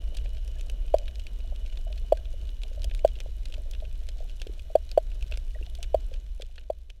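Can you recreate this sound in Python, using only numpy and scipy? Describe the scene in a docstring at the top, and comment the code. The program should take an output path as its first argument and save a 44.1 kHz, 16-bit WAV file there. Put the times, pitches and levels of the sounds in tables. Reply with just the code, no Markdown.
"""A shallow rocky reef, heard underwater by the microphone inside a drifting camera's case.
Flow rumbles right against the case, which whines faintly. Snapping shrimp crackle from the nearest rocks
out into the distance, each snap a collapsing cavity. Seven hollow knocks ring the case, very close, and
the recorder adds faint aliasing tones to each. In between come small bubbles and short low tones: water
glugs, and the case's dull ring under a loud snap. The whole scene fades away in the last second."""
import sys
import numpy as np
from scipy import signal
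from scipy.fft import rfft, irfft
from scipy.io import wavfile
from scipy.ndimage import uniform_filter1d

SR = 44100
rng = np.random.default_rng(int(sys.argv[2]) if len(sys.argv) > 2 else 0)


def to_wav(sig):
    """Store sig (one row per channel, or 1-D mono) as 16-bit WAV at the path in sys.argv[1].

    Samples outside -1..1 are clipped; the rate is SR.
    """
    pcm = np.clip(np.atleast_2d(sig), -1, 1) * 32767
    pcm = np.round(pcm).astype(np.int16)
    wavfile.write(sys.argv[1], SR, pcm.T)  # frames by channels


N = 308695
HZ = np.fft.rfftfreq(4096, 1 / SR)  # frequency grid of the knocks and snaps


def amp(db):
    return 10 ** (np.asarray(db) / 20)


def unit(x):
    """Scales to an rms of one."""
    return x / np.sqrt(np.mean(x ** 2) + 1e-20)


def spectrum_db(points, hz):
    """Reads a spectrum on a log-frequency axis."""
    point_hz, db = np.transpose(points)
    return np.interp(np.log(hz + 1), np.log(point_hz + 1), db)


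def curve(rows):
    """Reads a level curve at every sample, as a gain."""
    return amp(np.interp(np.arange(N) / SR, *np.transpose(rows)))


def add(mix, s, sound):
    """Mixes a sound in at s seconds."""
    part = mix[max(round(s * SR), 0):][:len(sound)]
    part += sound[:len(part)]


def bump(hz, centre, width):
    """Bell shape of a resonance, one at its centre."""
    return 1 / (1 + (2 * (hz - centre) / width) ** 2)


def ring(db):
    """Causal impulse response with the given gain on the HZ grid."""
    log_gain = np.log(amp(np.concatenate([db, db[-2:0:-1]])))
    minimum_phase = np.exp(np.conj(signal.hilbert(log_gain)))
    return np.fft.ifft(minimum_phase).real[:len(db)]


def through_case(x, points):
    """Gives x a spectrum and the lift of the case around the microphone, at an rms of one."""
    # Resonances of the case. Each row: centre in Hz, width in Hz, lift in dB.
    resonances = [(630, 51, 11), (1540, 110, 5.5), (2490, 210, 13.5), (2950, 120, 16)]
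    hz = np.fft.rfftfreq(N, 1 / SR)
    lift_db = sum(db * bump(hz, centre, width) for centre, width, db in resonances)
    return unit(irfft(rfft(x) * amp(spectrum_db(points, hz) + lift_db), N))


def noise(points):
    """Steady noise of a given spectrum, heard through the case."""
    return through_case(rng.standard_normal(N), points)


def drift(rate_hz):
    """Slow random wander at an rms of one."""
    hz = np.fft.rfftfreq(N, 1 / SR)
    return unit(irfft(rfft(rng.standard_normal(N)) * np.exp(-(hz / rate_hz) ** 2), N))


def water(rumble_db=0.5, eddy_db=0.7, wash_db=-59.0, calm_db_per_s=0.37, churn_db=1.5, wash_follows=0.41):
    """Flow buffets the case in eddies; a weaker, higher wash follows it in part and slowly calms."""
    # Surges of the flow past the case. Each row: time in seconds, level in dB.
    surges = [(0, -28.5), (.6, -31.5), (.85, -27), (1.17, -34.5), (1.5, -29.5), (2.1, -31), (2.75, -31.5),
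              (2.92, -25.5), (3.2, -32.5), (4.4, -31), (4.68, -38), (5.25, -28), (5.75, -33), (6.25, -29.5),
              (6.55, -32.5), (7, -31.5)]
    # Spectra of the rumble and the wash. Each row: frequency in Hz, relative density in dB.
    rumble_colour = [(8, -12.5), (22, 5.5), (42, 1), (58, -2.5), (72, -12.5), (88, -27.5), (110, -20.5),
                     (135, -44), (250, -48.5), (600, -100)]
    wash_colour = [(40, -2), (130, 6), (250, 2.5), (450, 1.5), (660, -6), (800, -9.5), (1200, -13.5),
                   (2000, -23), (5000, -37.5)]
    flow = curve(surges)
    rumble = noise(rumble_colour)
    rumble /= np.sqrt(uniform_filter1d(rumble ** 2, size=6000))  # evens out the noise's own swells
    rumble *= amp(rumble_db + eddy_db * drift(rate_hz=5.6))
    wash = noise(wash_colour)
    wash *= amp(wash_db - calm_db_per_s * np.arange(N) / SR + churn_db * drift(rate_hz=14))
    return rumble * flow + wash * unit(flow) ** wash_follows


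def whine(centre_hz=2950., width_hz=170):
    """The sharpest resonance of the case sings faintly under the crackle."""
    # Course of the whine. Each row: time in seconds, level in dB.
    levels = [(0, -64), (1, -66), (2.7, -68), (3.6, -76), (5.1, -80.5), (6, -69.5), (7, -88)]
    hz = np.fft.rfftfreq(N, 1 / SR)
    band = irfft(rfft(rng.standard_normal(N)) * bump(hz, centre_hz, width_hz), N)
    return unit(band) * curve(levels)


def snap(ring_hz, treble_db, t60, usual_treble_db=-10.0, hinge_hz=5100.0):
    """A cavity collapses in one spike; the case rattles for milliseconds and the rocks echo briefly."""
    # Spectrum of a usual snap at the microphone. Each row: frequency in Hz, relative level in dB.
    usual_colour = [(100, -37), (550, 1.5), (1100, -20), (1550, -5), (2000, -9.5), (2500, 1.5),
                    (4000, -1.5), (5000, -6), (8000, -12), (12000, -21), (15000, -26.5), (17000, -33)]
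    spike, echo_db, echo_t60, ring_db = 2.8, -20, .035, 6
    t = np.arange(SR // 30) / SR
    rattle = np.exp(-np.log(1000) * t / max(t60, .002))
    echo = amp(echo_db) * np.exp(-np.log(1000) * t / echo_t60)
    burst = rng.standard_normal(len(t)) * (rattle + echo)
    burst[0] += spike
    colour = spectrum_db(usual_colour, HZ) + ring_db * bump(HZ, ring_hz, width=.3 * ring_hz)
    treble_shelf = (1 + np.tanh(2 * np.log((HZ + 1) / hinge_hz))) / 2
    colour += (treble_db - usual_treble_db) * treble_shelf
    sound = signal.fftconvolve(burst, ring(colour))[:2 * len(t)]
    return sound / np.sqrt(np.sum(sound ** 2) / (.006 * SR))  # the energy of 6 ms at an rms of one


def far_shrimp(level_db=-74.0, spread_db=5.0, fizz_db=-65.0, treble_db=-11.0, grain_db=-0.5, voices=40):
    """Weak snaps of every colour from far across the reef; the farthest merge into a grainy fizz."""
    snaps_per_s, grains_per_s = 180, 5000
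    strikes = amp(level_db + spread_db * np.minimum(rng.exponential(1, N), 3.))
    strikes *= rng.random(N) < snaps_per_s / SR
    shrimp, out = rng.integers(0, voices, N), np.zeros(N)
    for k, (pitch, treble, length) in enumerate(rng.standard_normal((voices, 3))):
        voice = snap(3800 * np.exp(.45 * pitch), treble_db + 6 * treble, 0.0093 * np.exp(0.24 * length))
        out += signal.oaconvolve(strikes * (shrimp == k), voice)[:N]
    grains = rng.choice([-1, 1], N) * amp(grain_db * np.minimum(rng.exponential(1, N), 4.))
    grains *= rng.random(N) < grains_per_s / SR
    # Spectrum of the distant fizz. Each row: frequency in Hz, relative density in dB.
    fizz_colour = [(300, -9.5), (1200, -14.5), (1600, -7.5), (2050, -5.5), (2600, -14.5), (3400, -1),
                   (4000, -1), (4700, -13), (5700, -5.5), (7000, -12), (9000, -14), (13000, -14.5),
                   (14300, -16), (15200, -29.5), (16500, -28)]
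    return out + through_case(grains, fizz_colour) * amp(fizz_db)


def colony(level_db, spread_db, ring_hz, treble_db, treble_spread_db, t60, count):
    """Shrimp in the middle distance snap at uneven intervals, each with its own colour and length."""
    out = np.zeros(N)
    times = (np.arange(count) + rng.random(count)) * N / SR / count
    for s, (size, pitch, treble, length) in zip(times, rng.standard_normal((count, 4))):
        own_treble_db = treble_db + treble_spread_db * treble
        voice = snap(ring_hz * np.exp(.2 * pitch), own_treble_db, t60 * np.exp(.5 * length))
        add(out, s, amp(level_db + spread_db * size) * voice)
    return out


def damped_tones(rows, swell_s):
    """Resonances swell into a tone and quickly die away."""
    t, out = np.arange(SR // 8) / SR, np.zeros(N)
    for s, db, hz, decay in rows:
        shape = (1 - np.exp(-(t / swell_s) ** 2)) * np.exp(-t / max(decay, .001))
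        add(out, s, amp(db) * shape / shape.max() * np.sin(2 * np.pi * hz * t))
    return out


def low_tones(faint_db=-57., range_db=7., faint_hz=540., decay_s=.004, trail_db=-10., lag_s=.03, count=80):
    """Water glugs, and the case's dull ring under a loud snap; two weaker tones trail each clear one."""
    # Clear low tones; the one at 2.844 s is the case ringing from a snap.
    # Each row: start in seconds, level in dB, pitch in Hz, decay time in seconds.
    clear = [(0.121, -45.5, 520, 0.0027), (0.255, -41, 585, 0.0054), (0.992, -41.5, 590, 0.0046),
             (1.522, -40, 614, .0042), (1.867, -41, 648, 0.0078), (1.9, -45.5, 616, .015),
             (2.336, -45.5, 560, 0.0061), (2.713, -44.5, 550, 0.0038), (2.775, -40, 593, 0.0068),
             (2.844, -39.5, 630, 0.004), (3.26, -36, 570, 0.0015), (3.579, -41.5, 597, 0.0046),
             (3.822, -38.5, 624, 0.0083), (4.204, -38, 622, 0.0048), (4.467, -32.5, 430, 0.0019),
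             (4.7, -39.5, 630, 0.0063), (5.313, -42, 630, 0.0091), (5.556, -41.5, 610, 0.0045),
             (5.612, -41, 408, 0.0018), (5.786, -45.5, 680, 0.012), (6.115, -37.5, 520, 0.0053),
             (6.399, -29.5, 530, 0.002)]
    faint = [(when * N / SR, faint_db + range_db * size, faint_hz * 2 ** (0.86 * (pitch - .5)), decay_s)
             for when, size, pitch in rng.random((count, 3))]
    trailing = [(s + lag_s * lag, db + trail_db, hz * 2 ** (.15 - 0.68 * drop), decay_s)
                for s, db, hz, _ in clear for lag, drop in rng.random((2, 2))]
    return damped_tones(clear + trailing + faint, swell_s=0.0022)


def near_shrimp(neighbour_db=-11.5, neighbour_treble_db=-9.0, min_lead_s=.008, max_lead_s=.025):
    """Single snaps from the nearest rocks; about half have a weaker neighbour just ahead of them."""
    # Close snaps. Each row: start in seconds, level in dB, ring in Hz, treble against middle in dB,
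    # seconds for the rattle to fall 60 dB.
    snaps = [(0.1501, -48, 3360, -16, 0.011), (0.1692, -42, 3400, -2.5, 0.03),
             (0.2598, -50, 2500, -35, .007), (0.4777, -50.5, 3400, -5, 0.019),
             (0.6108, -46.5, 6700, -3, 0.011), (0.6982, -41.5, 2840, -2, 0.012),
             (0.9847, -44, 2630, -0.5, 0.0089), (1.0803, -43, 3400, -29, 0.024),
             (1.1563, -49, 5730, -11, 0.017), (1.1958, -46, 3080, -9, 0.031),
             (1.2677, -43, 2350, -14, 0.015), (1.5609, -50.5, 3470, -10, 0.0091),
             (1.6617, -49.5, 3530, -10, 0.018), (1.7731, -45.5, 3400, -17, 0.012),
             (1.9766, -48.5, 4170, -14, 0.046), (2.172, -48.5, 4130, -11, 0.018),
             (2.6345, -40.2, 3530, -13.5, 0.013), (2.8201, -47.5, 3850, -3, 0.0034),
             (2.8436, -38.5, 4430, 4, 0.013), (2.913, -45, 2600, -55, 0.013),
             (2.949, -44, 3330, -2, 0.0035), (2.9924, -48.5, 2630, -12, 0.023),
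             (3.0775, -47.5, 3470, 2, .008), (3.2033, -41, 2950, -8, 0.011),
             (3.4556, -43.5, 4130, -10, 0.02), (3.5241, -46, 3560, -10, 0.012),
             (3.5402, -42, 3150, -16, 0.025), (3.7119, -48, 2960, 4, 0.011),
             (3.7347, -46.5, 3370, -27, 0.022), (3.8513, -50.5, 3100, -26, 0.025),
             (4.0886, -43, 4060, -8, 0.017), (4.4174, -38.5, 2880, -14.5, 0.011),
             (4.47, -47, 3100, -7, 0.022), (4.5947, -48, 2950, -10, 0.026), (4.9155, -41.5, 3950, -9, .006),
             (5.2253, -43.5, 2490, -10, .016), (5.3224, -37.5, 2560, -21, .016),
             (5.3402, -46, 3230, -24, .022), (5.3737, -43, 2337, -13, 0.0069),
             (5.7513, -46, 3450, -3, 0.014), (5.8286, -38, 3100, -8, 0.012),
             (5.8348, -45.5, 3270, -7.5, 0.012), (6.1385, -45, 3060, -11.5, 0.029),
             (6.421, -34.5, 3400, -12, 0.019), (6.5805, -38, 3010, -37, 0.026),
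             (6.9015, -35, 3080, -13.5, 0.018)]
    out = np.zeros(N)
    for (s, db, hz, treble_db, t60), (paired, lead) in zip(snaps, rng.random((len(snaps), 2))):
        add(out, s, amp(db) * snap(hz, treble_db, t60))
        if paired < .5:
            lead_s = min_lead_s + lead * (max_lead_s - min_lead_s)
            add(out, s - lead_s, amp(db + neighbour_db) * snap(hz, neighbour_treble_db, t60))
    return out


def bubbles():
    """A few little air bubbles ring high and clear."""
    # Small bubbles. Each row: start in seconds, level in dB, pitch in Hz, decay time in seconds.
    pings = [(.565, -56, 1710, 0.0081), (2.172, -51.5, 1590, 0.0096), (3.084, -46, 3270, 0.0035),
             (5.548, -46, 1910, 0.0056), (5.587, -51.5, 1624, 0.0028), (5.627, -40.5, 2750, 0.0033)]
    return damped_tones(pings, swell_s=0.00075)


def knocks(tail_t60=.5, grit_db=-34.5, grit_s=0.0025, push_s=0.0016, damping_s=0.034):
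    """Each knock rings the case right at the microphone, with grit and a faint tail in the water."""
    # Hollow knocks. Each row: start in seconds, level in dB, tail against the knock in dB.
    hits = [(0.9409, -6, -28), (2.122, -5.5, -32), (3.0472, -4.5, -48), (4.7530, -4.5, -45),
            (4.9751, -4.5, -56.5), (5.9437, -8, -53), (6.6999, -7.5, -42)]
    # Spectra of a knock's body and its grit. Each row: frequency in Hz, relative level in dB.
    body_colour = [(100, -54), (230, -56), (330, -26), (430, -16), (530, -5), (600, 0), (640, 0.5),
                   (700, -8.5), (800, -20), (880, -30), (1050, -34.5), (1300, -58.5), (2500, -36),
                   (6000, -90)]
    grit_colour = [(500, -16.5), (1000, 17.5), (1300, -3.5), (1600, 6.5), (2100, -12), (2600, -15.5),
                   (3300, 1.5), (4200, -15.5), (8000, -17), (16000, -22)]
    # Faint high aliasing tones that the recorder adds to each knock.
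    # Each row: centre of a pair in Hz, level against the body in dB.
    recorder_alias_pairs = [(3900, -38.5), (5230, -54), (7790, -44), (10330, -56.5), (11680, -48),
                            (14290, -51)]
    body = ring(spectrum_db(body_colour, HZ))
    t, out = np.arange(len(body)) / SR, np.zeros(N)
    body *= (1 - np.exp(-t / push_s)) * np.exp(-t / damping_s)  # a soft contact, damped by the water
    body /= abs(body).max()
    aliasing = sum(2 * amp(db) * np.cos(2 * np.pi * hz * t) for hz, db in recorder_alias_pairs)
    grit = noise(grit_colour)[:len(hits) * len(t)].reshape(len(hits), -1)
    grit *= amp(grit_db) * t / grit_s * np.exp(1 - t / grit_s)
    tail_t = np.arange(SR // 2) / SR
    for (s, db, tail_db), scrape in zip(hits, grit):
        scatter = rng.standard_normal(len(tail_t)) * np.exp(-np.log(1000) * tail_t / tail_t60)
        tail = signal.fftconvolve(body, scatter / np.linalg.norm(scatter))
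        add(out, s, amp(db) * (body * (1 + aliasing) + scrape))
        add(out, s, amp(db + tail_db) * tail)
    return out


def fade(ease_s=.012, sink_from_s=5.97, sink_db_per_s=11.5):
    """Gain that eases in, holds, sinks at a steady rate and eases out."""
    t = np.arange(N) / SR
    ends = np.minimum(np.minimum(t, t[-1] - t) / ease_s, 1)
    return ends * amp(-sink_db_per_s * np.maximum(t - sink_from_s, 0))


def scene():
    """The reef at one microphone, from knocks on its case to the farthest shrimp."""
    dull_snaps = colony(level_db=-51.0, spread_db=2.5, ring_hz=3100.,
                        treble_db=-19.0, treble_spread_db=-1.0, t60=0.017, count=24)
    bright_ticks = colony(level_db=-65.0, spread_db=3., ring_hz=11000.,
                          treble_db=5.5, treble_spread_db=11.0, t60=0.0043, count=120)
    shrimp = near_shrimp() + dull_snaps + bright_ticks + far_shrimp()
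    reef = water() + knocks() + shrimp + whine() + low_tones() + bubbles()
    return (reef * fade())[None]


def record(dry):
    """The recorder cuts off the highest treble."""
    edge_hz = 16300
    lowpass = signal.firwin(511, edge_hz, window=("kaiser", 9), fs=SR)
    return signal.oaconvolve(dry, lowpass[None], "same")


dry = scene()
out = record(dry)
to_wav(out)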